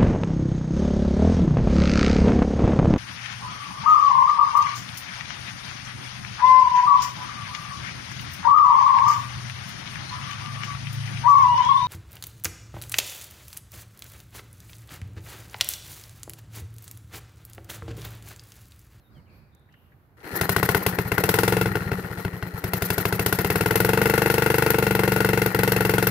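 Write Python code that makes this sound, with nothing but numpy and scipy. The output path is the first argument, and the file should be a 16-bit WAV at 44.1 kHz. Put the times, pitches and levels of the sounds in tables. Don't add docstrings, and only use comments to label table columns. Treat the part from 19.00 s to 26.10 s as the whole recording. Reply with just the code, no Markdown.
import sys
import numpy as np
from scipy import signal
from scipy.fft import rfft, irfft, next_fast_len
from scipy.io import wavfile
from scipy.ndimage import uniform_filter1d

SR = 44100
rng = np.random.default_rng(int(sys.argv[2]) if len(sys.argv) > 2 else 0)


def pcm_store(signal):
    levels = np.round(np.clip(np.atleast_2d(signal), -1, 1) * 32767)
    wavfile.write(sys.argv[1], SR, levels.astype(np.int16).T)


def boost(x):
    u = np.asarray(x, float) / 20
    return 10 ** u


N = 313110

# t/s, blast lost level/dB, thump lost level/dB
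MISFIRES = [(1.245, 18.5, 21), (1.328, 28, 10), (1.803, 34, 13), (1.922, 19, 6), (2.048, 27, 3),
            (2.658, 2.5, -0.5), (2.708, 30, 3), (2.808, 15, 6), (2.859, 18, 2.5), (2.968, 31, 7),
            (3.032, 14, 8), (3.102, 42, 7.5), (3.173, 13, 8), (3.333, 13, 6), (3.426, 2.5, 1.5),
            (3.525, 29, 4), (6.503, 32, 14)]
# t/s, cycle rate f/Hz
CRANK_SPEED = [(1.245, 11.907), (1.46, 12.186), (1.54, 14.418), (1.74, 17.716), (2.1, 14.849),
               (2.38, 21.695), (2.58, 22.713), (2.9, 17.487), (3.34, 11.518), (3.46, 8.589), (3.98, 13.319),
               (4.26, 15.089), (4.78, 21.587), (4.94, 24.15), (5.14, 24.644), (5.66, 24.906),
               (5.94, 23.783), (7.1, 22.664)]
# t/s, flow level/dB
AIR_FLOW = [(1.26, -32), (1.36, 4), (1.8, 7.5), (1.88, 4), (2.05, -7.5), (2.2, 8), (2.42, 4.5), (2.6, -6.5),
            (2.85, -20), (3.0, -20), (3.35, -24), (3.6, -7.5), (3.75, 2), (4.2, 2), (5.3, 0), (5.75, -3),
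            (6.5, -2), (7.1, 0.5)]
# t/s, facing 0-1
FACING = [(1.4, 0.98), (2, 1), (2.3, 0.77), (3, 0), (3.9, 1), (4.6, 0.52), (7.1, 0)]

# f/Hz, width f/Hz, level/dB, polarity (signed strength)
CAN_MODES = [(62.6, 89, -5, -1.16), (118.5, 25.7, 3, 0.98), (164, 35.6, 0, -0.52), (192.9, 8.7, 6, 0.7)]
# f/Hz, width f/Hz, level/dB, polarity
PIPE_MODES = [(342, 40, -0.6, 1), (434, 34, -1.3, 1), (493, 71, -7.0, -1), (719, 51, -7.6, 1),
              (810, 175, -4.7, -1), (937, 131, -9.0, 1), (1058, 65, -24.8, -1), (1367, 69, -5.0, -1),
              (1426, 236, -4.7, 1), (1596, 735, -13.6, -1), (1861, 95, -8.8, 1), (2084, 104, -22.4, -1),
              (2762, 136, -17.2, 1)]
# f/Hz, width f/Hz, level/dB, polarity
SNORKEL_MODES = [(113, 66, -3, -0.97), (181.15, 9.3, 6, 0.71)]
# f/Hz, width f/Hz, level/dB, polarity
SHIELD_MODES = [(3392, 56, -1.5, 0.79), (4010, 38, -3.5, -0.8), (4300, 120, -3.5, 0.77),
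                (5320, 54, -4.5, -0.94)]
# f/Hz, width f/Hz, level/dB, polarity
CASE_MODES = [(189, 72, 3.5, 1), (374, 105, 0, -1.6), (466, 72, 4, 1), (840, 215, -6.5, -1.23),
              (1394, 140, 2, 0.57), (1890, 203, -1, -0.73), (2980, 810, -15, 0.29), (4160, 144, -11, -0.6)]
# f/Hz, width f/Hz, level/dB, polarity
JET_MODES = [(10200, 600, 0, 1), (12900, 700, 0, -1)]

# f/Hz, level/dB (per Hz)
EXHAUST_HISS = [(2000, -5), (3000, -4), (4100, -5.5), (4800, -4.5), (6500, -8.5), (7700, -9.5), (10000, -4),
                (12800, -3.5), (15600, -4.5), (15950, -55)]
# f/Hz, level/dB
BAFFLE_RASP = [(500, -63), (900, -9), (1150, -6), (1450, 15), (1750, -33), (2050, 10), (2400, -4.5),
               (2700, 10.5), (3100, -24), (5000, -59)]
# f/Hz, level/dB
INTAKE_HISS = [(2000, -47), (4000, -2.5), (6500, -6), (9000, -8), (10500, 0.5), (12800, 10.5), (15600, 2),
               (15950, -42)]
# f/Hz, level/dB
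BUFFET = [(25, -20), (50, 3.5), (90, 5), (150, 1), (300, -16.5), (600, -44.5)]
# f/Hz, level/dB
AIR_RUSTLE = [(100, 6), (300, 10), (700, 4), (1500, 2), (2300, -6), (3200, -19), (4500, -17), (5500, -40),
              (8000, -48)]
# f/Hz, level/dB
RESTING_HISS = [(3000, -2), (6000, -11), (9000, -24), (11000, 0), (13500, 2), (15700, -4), (15950, -40)]

# f/Hz, left-right level/dB
LEFT_LEAN = [(60, 2.5), (110, 3.0), (200, 2.5), (380, 2.5), (700, 4.0), (1290, 10.0), (2380, 9.5),
             (4400, 3.0), (8120, 2.5), (15000, 4.5)]
# f/Hz, likeness 0-1
PORT_LIKENESS = [(100, 0.82), (500, 0.86), (1200, 0.06), (3000, 0.052), (10000, 0.029)]
# t/s, buffet level/dB
GUSTS = [(0, -57), (.06, -60), (.17, -46.5), (.25, -55.5), (.34, -50), (.5, -56.5), (.79, -58),
         (.85, -56.5), (1.1, -57.5)]
# t/s, half length t/s, level/dB
INSECTS = [(.04, .09, -76), (0.37, .035, -71), (.83, 0.083, -77), (1.02, .08, -84)]
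# t/s, level/dB, f/Hz, width f/Hz, t60 t/s
TICKS = [
    (.549, -47, 9100, 9000, 0.012),
    (.595, -62, 11000, 7000, .02),
    (.687, -59, 1870, 505, 0.067),
    (.724, -60, 4500, 4000, .03),
    (0.739, -47.5, 1800, 900, 0.036),
    (.919, -54, 1790, 700, 0.062),
    (1.176, -57, 920, 1800, 0.09),
    (1.202, -52.5, 1800, 3500, 0.095),
]
# t/s, level/dB, f/Hz, width f/Hz
RUSTLES = [(.1, -66, 4500, 1000), (0.29, -67, 4500, 1000), (0.26, -59.5, 2400, 400), (0.69, -62, 2830, 500),
           (0.51, -67, 3700, 450)]
# start t/s, length t/s, first f/Hz, last f/Hz, level/dB
BIRDS = [(0, 0.039, 4300, 3900, -75), (0.027, 0.073, 3800, 3600, -70), (.09, .05, 3800, 3650, -77),
         (0.142, 0.064, 3450, 2760, -64), (.16, 0.06, 2250, 2120, -68), (0.248, 0.072, 3170, 2390, -71),
         (0.511, 0.14, 3620, 3600, -75), (0.653, .06, 3870, 3700, -80)]

# level at full idle/dB, dB per dB of speed, dB per dB of flow (exhaust: scatter of strokes/dB)
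BLAST, THUMP, SPIT = (-5, 1.17, 0.1, 0.28), (-22.5, 0.42, -0.02, 0.48), (-19.5, 0.02, 0.57, 1.5)
ROAR, HISS, GEAR = (-53.5, -1.3, 0.6), (-33.5, 0.12, 0.71), (-29.5, 1, 0.14)
WHISTLE = (-46, 6.9, 0.87)
IDLE_HZ = 24.4
UNEVEN = 1.37
LEVER_S, BITE_S = 1.17, 1.225
CATCH_S, LET_GO_S = 1.4, 1.8
TOP_HZ = 15950


def cycles():
    t = np.arange(CRANK_SPEED[0][0], N / SR + .1, 1e-4)
    turns = np.cumsum(curves(CRANK_SPEED, t)[0]) * 1e-4
    s = np.interp(np.arange(int(turns[-1])), turns, t)
    levels = [law(k, s) + k[3] * rng.standard_normal(len(s)) for k in (BLAST, THUMP, SPIT)]
    rows = np.c_[s, np.transpose(levels)]
    for at, blast_db, thump_db in MISFIRES:
        spit_db = min(33, 1.6 * blast_db)
        rows[np.argmin(abs(s - at)), 1:] -= [blast_db, thump_db, spit_db]
    return rows


def exhaust(rows):
    s, blast_db, thump_db, spit_db = rows.T
    gap = np.gradient(s)
    speed = (1 / IDLE_HZ / gap)[:, None]
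    tone = pipe_blast(s, blast_db, speed) + can_thump(s, thump_db, gap, speed)
    return tone + heat_shield(s, blast_db, speed) + hot_gas(s, blast_db, spit_db)


def pipe_blast(s, blast_db, speed):
    pipe = modes(PIPE_MODES, scatter(PIPE_MODES, np.linspace(.3, 1.6, len(PIPE_MODES)), speed))
    facing = curves(FACING, s).T
    top_db = -5 + 5.5 * facing ** 2
    bounce_db = -2 + 10 * facing

    def heat(f):
        return speed ** (0.22 / (1 + (f / 800) ** 4))

    def outlet(f):
        tilt_db = top_db * f * f / (f * f + 700 ** 2)
        return boost(tilt_db + bounce_db * bell(f, 1034, 116) - 4.2 * bell(f, 575, 89))

    def baffle(f):
        return (1 + .6 * np.exp(-2j * np.pi * f * .0019)) / (1 + 1j * f / 5400)

    return rings(s - .0001, blast_db + 37, lambda f: pipe(f / heat(f)) * baffle(f) * outlet(f))


def can_thump(s, thump_db, gap, speed):
    can = modes(CAN_MODES, scatter(CAN_MODES, .3, speed))
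    snorkel = modes(SNORKEL_MODES, scatter(SNORKEL_MODES, .4, speed))

    def stroke(f):
        return (1j * f / (1j * f + 75 * speed ** 1.45)) ** 2

    def muffled(f):
        return boost(-6 * bell(f, 307, 54)) / (1 + 1j * f / 500) ** 2

    thump = rings(s - .003, thump_db + 57,
                  lambda f: can(f / speed ** 0.051) * stroke(f) * muffled(f), top_hz=3000)
    gulp = rings(s + 0.399 * gap, thump_db + 50.5,
                 lambda f: snorkel(f / speed ** 0.036) * stroke(f), top_hz=4000)
    return thump + gulp


def heat_shield(s, blast_db, speed):
    shield = modes(SHIELD_MODES, scatter(SHIELD_MODES, 2.5, speed))
    return rings(s + 0.001002, blast_db + 13, shield, top_hz=9000)


def hot_gas(s, blast_db, spit_db):
    rasp = signal.fftconvolve(pulses(s, blast_db - 22), puff(0.12))[:N]
    spit = signal.fftconvolve(pulses(s, spit_db + 2.5), puff(0.019) + 0.15 * puff(0.22))[:N]
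    fizz_db = spit_db - 3 + 6 * rng.standard_normal(len(s))
    fizz = signal.fftconvolve(pulses(s + .0005, fizz_db), puff(0.024))[:N]
    noise = shaped(fizz * pair(), colour(INTAKE_HISS))
    noise = noise + shaped(rasp * pair(), colour(BAFFLE_RASP))
    return noise + shaped(spit * pair(), colour(EXHAUST_HISS))


def puff(t60):
    t = np.arange(SR // 8) / SR
    return boost(-60 * t / t60) * (1 - np.exp(-t / 0.0016))


def intake(rows):
    t, s = np.arange(N) / SR, rows[:, 0]
    turn = np.interp(t, s, np.arange(len(s)))
    phase = turn % 1
    moving = t > LEVER_S
    roar_db, hiss_db, gear_db = breath(t)
    vary = boost(2 * rng.standard_normal(len(s)))[turn.astype(int)]
    gasp = vary * np.exp(-((phase - .47) / 0.13) ** 4)
    clack, tick = valves(s)
    chatter = gears(t, phase, gear_db)

    rattle = (boost(roar_db) * gasp + chatter) * moving * patchy(pair())
    case = modes(CASE_MODES)
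    body = shaped(rattle + clack, lambda f: case(f) * 1j * f / (1j * f + 350) * (f < TOP_HZ))
    rush = shaped((boost(hiss_db) * gasp + tick) * moving * pair(), colour(INTAKE_HISS))
    whirr_off = boost(-2 * 0.5 * (t < CATCH_S))
    gear_hiss = boost(-11.5) * chatter * vary * whirr_off * moving
    return jet_whistle(t, gasp) + body + rush + shaped(gear_hiss * pair(), colour(EXHAUST_HISS))


def valves(s):
    gap = np.diff(s)
    loose = (gap * IDLE_HZ) ** UNEVEN
    draw = lambda: rng.standard_normal(len(gap))
    shut = s[:-1] + (0.54 + 0.00572 * loose * draw()) * gap
    opens = s[:-1] + (0.29 + 0.0066 * loose * draw()) * gap
    harder_db = 6.5 * (shut > CATCH_S) * (shut < LET_GO_S)
    clack = pulses(shut, breath(shut)[0] + 26 + harder_db + 3 * draw())
    clack = clack + pulses(opens, breath(opens)[2] + 22 + 4 * draw())
    tick = pulses(opens, breath(opens)[2] - 8 + 3 * draw())
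    decay = boost(-60 * np.arange(2000) / SR / 0.0084)
    return clack, signal.fftconvolve(tick, decay)[:N]


def gears(t, phase, gear_db):
    level_db = gear_db + 0.5 * (t < CATCH_S) - 5 * phase * (t > CATCH_S)
    grains = boost(3 * rng.standard_normal(N // 80 + 1)).repeat(80)[:N]
    return boost(level_db) * grains


def jet_whistle(t, gasp):
    air = boost(law(WHISTLE, t)) * (0.27 + gasp) * (t > BITE_S)
    hole = modes(JET_MODES)
    return shaped(air * pair(), lambda f: hole(f) ** 2)


def breath(t):
    slack_db = 16.5 * np.exp(-np.maximum(t - BITE_S, 0) / .012)
    rattle_db = 5.5 * (1 - np.tanh((t - LET_GO_S) / .02)) / 2 * (t > CATCH_S)
    return np.array([law(ROAR, t) + rattle_db, law(HISS, t), law(GEAR, t)]) - slack_db


def outdoors():
    return wind() + handling() + birds()


def wind():
    t = np.arange(N) / SR
    gust_db, = curves(GUSTS, t)
    air = boost(gust_db + [[-2], [2]]) * shaped(pair(), colour(BUFFET))
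    rustle_db = -63.5 + 0.59 * (gust_db + 55.5)
    air = air + boost(rustle_db) * shaped(pair(), colour(AIR_RUSTLE))
    swell = boost(-79.5) + sum(boost(db) * np.exp(-((t - s) / half) ** 2) for s, half, db in INSECTS)
    return air + swell * shaped(pair(), colour(RESTING_HISS))


def handling():
    out, u, noise = np.zeros((2, N)), np.arange(SR // 2) / SR, pair()
    events = [(*k, .001) for k in TICKS] + [(*k, 0.77, .04) for k in RUSTLES]
    for s, db, hz, width, t60, rise in events:
        at = slice(round(s * SR), round(s * SR) + len(u))
        band = signal.iirpeak(hz, hz / width, SR)
        envelope = boost(db - 60 * u / t60) * (1 - np.exp(-u / rise))
        burst = envelope * np.roll(noise, round(hz), axis=1)[:, at]
        burst = signal.lfilter(*band, signal.lfilter(*band, burst))
        out[:, at] += burst * np.sqrt(SR / 2 / width)
    return out


def birds():
    out = np.zeros(N)
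    for s, length, first_hz, last_hz, db in BIRDS:
        u = np.linspace(0, 1, round(length * SR))
        warble = 800 * uniform_filter1d(rng.standard_normal(len(u)), size=150)
        pitch = first_hz + (last_hz - first_hz) * u + warble
        note = np.sin(2 * np.pi * np.cumsum(pitch) / SR)
        out[round(s * SR):][:len(u)] += boost(db) * np.sin(np.pi * u) * note
    return out


def law(layer, t):
    db, per_speed, per_flow = layer[:3]
    speed_db = 20 * np.log10(curves(CRANK_SPEED, t)[0] / IDLE_HZ)
    return db + per_speed * speed_db + per_flow * curves(AIR_FLOW, t)[0]


def scatter(table, db, speed):
    spread_db = db / np.maximum(speed, .55) ** UNEVEN
    return boost((spread_db * rng.standard_normal((len(speed), len(table)))).T[:, :, None])


def modes(table, spread=1):
    spread = np.broadcast_to(spread, (len(table),) + np.shape(spread)[1:])

    def response(f):
        return sum(k * sign * boost(db) * 1j * f * w / (c * c - f * f + 1j * f * w)
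                   for k, (c, w, db, sign) in zip(spread, table))
    return response


def rings(s, db, response, top_hz=17000):
    size = 6144
    hz = np.fft.rfftfreq(size, 1 / SR)
    wave = irfft(response(hz[hz < top_hz]), size) * boost(db)[:, None]
    at = np.round(s * SR).astype(int)[:, None] + np.arange(size)
    return np.bincount(at.ravel(), wave.ravel(), N + SR)[:N]


def pulses(s, db):
    return np.bincount(np.round(s * SR).astype(int), boost(db), N + SR)[:N]


def bell(f, hz, width):
    return np.exp(-((f - hz) / width) ** 2)


def along(points, hz):
    f, v = np.transpose(points)
    return np.interp(np.log(hz + 1), np.log(f + 1), v)


def curves(rows, t):
    s, *cols = np.transpose(rows)
    return np.array([np.interp(t, s, c) for c in cols])


def filtered(x, response):
    m = next_fast_len(N + SR // 2)
    return irfft(rfft(x, m) * response(np.fft.rfftfreq(m, 1 / SR)), m)[..., :N]


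def shaped(source, response):
    power = np.mean(abs(response(np.linspace(0, SR / 2, 8192))) ** 2)
    return filtered(source, response) / np.sqrt(power)


def colour(points):
    return lambda f: boost(along(points, f)) * (f < TOP_HZ)


def pair():
    m = next_fast_len(N)
    likeness = along(PORT_LIKENESS, np.fft.rfftfreq(m, 1 / SR))
    turn = np.arccos(np.clip(likeness, -1, 1)) / 2
    a, b, c, d = rng.standard_normal((4, len(turn))) * np.sqrt(m / 2)
    mid = (a + 1j * b) * np.cos(turn)
    side = (c + 1j * d) * np.sin(turn)
    return irfft([mid + side, mid - side], m)[:, :N]


def patchy(x):
    z = signal.stft(x, nperseg=512)[2]
    field = uniform_filter1d(rng.standard_normal(z.shape[1:]), size=5, axis=0)
    field = uniform_filter1d(field, size=4, axis=1)
    gain = boost(2.5 * field / field.std() - 1)
    return signal.istft(z * gain, nperseg=512)[1][:, :N]


def scene():
    rows = cycles()

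    def ports(f):
        half_db = along(LEFT_LEAN, f) / 2
        return np.array([boost(half_db), boost(-half_db) * np.exp(2j * np.pi * f * .00005)])

    return filtered(exhaust(rows) + intake(rows), ports) + outdoors()


def band_limit(x):
    return signal.sosfilt(signal.butter(12, 16970, fs=SR, output="sos"), x)


def record(dry):
    mix = filtered(dry, lambda f: (1j * f / (1j * f + 40)) ** 2 * (f < TOP_HZ))
    return band_limit(mix)


dry = scene()
out = record(dry)
pcm_store(out)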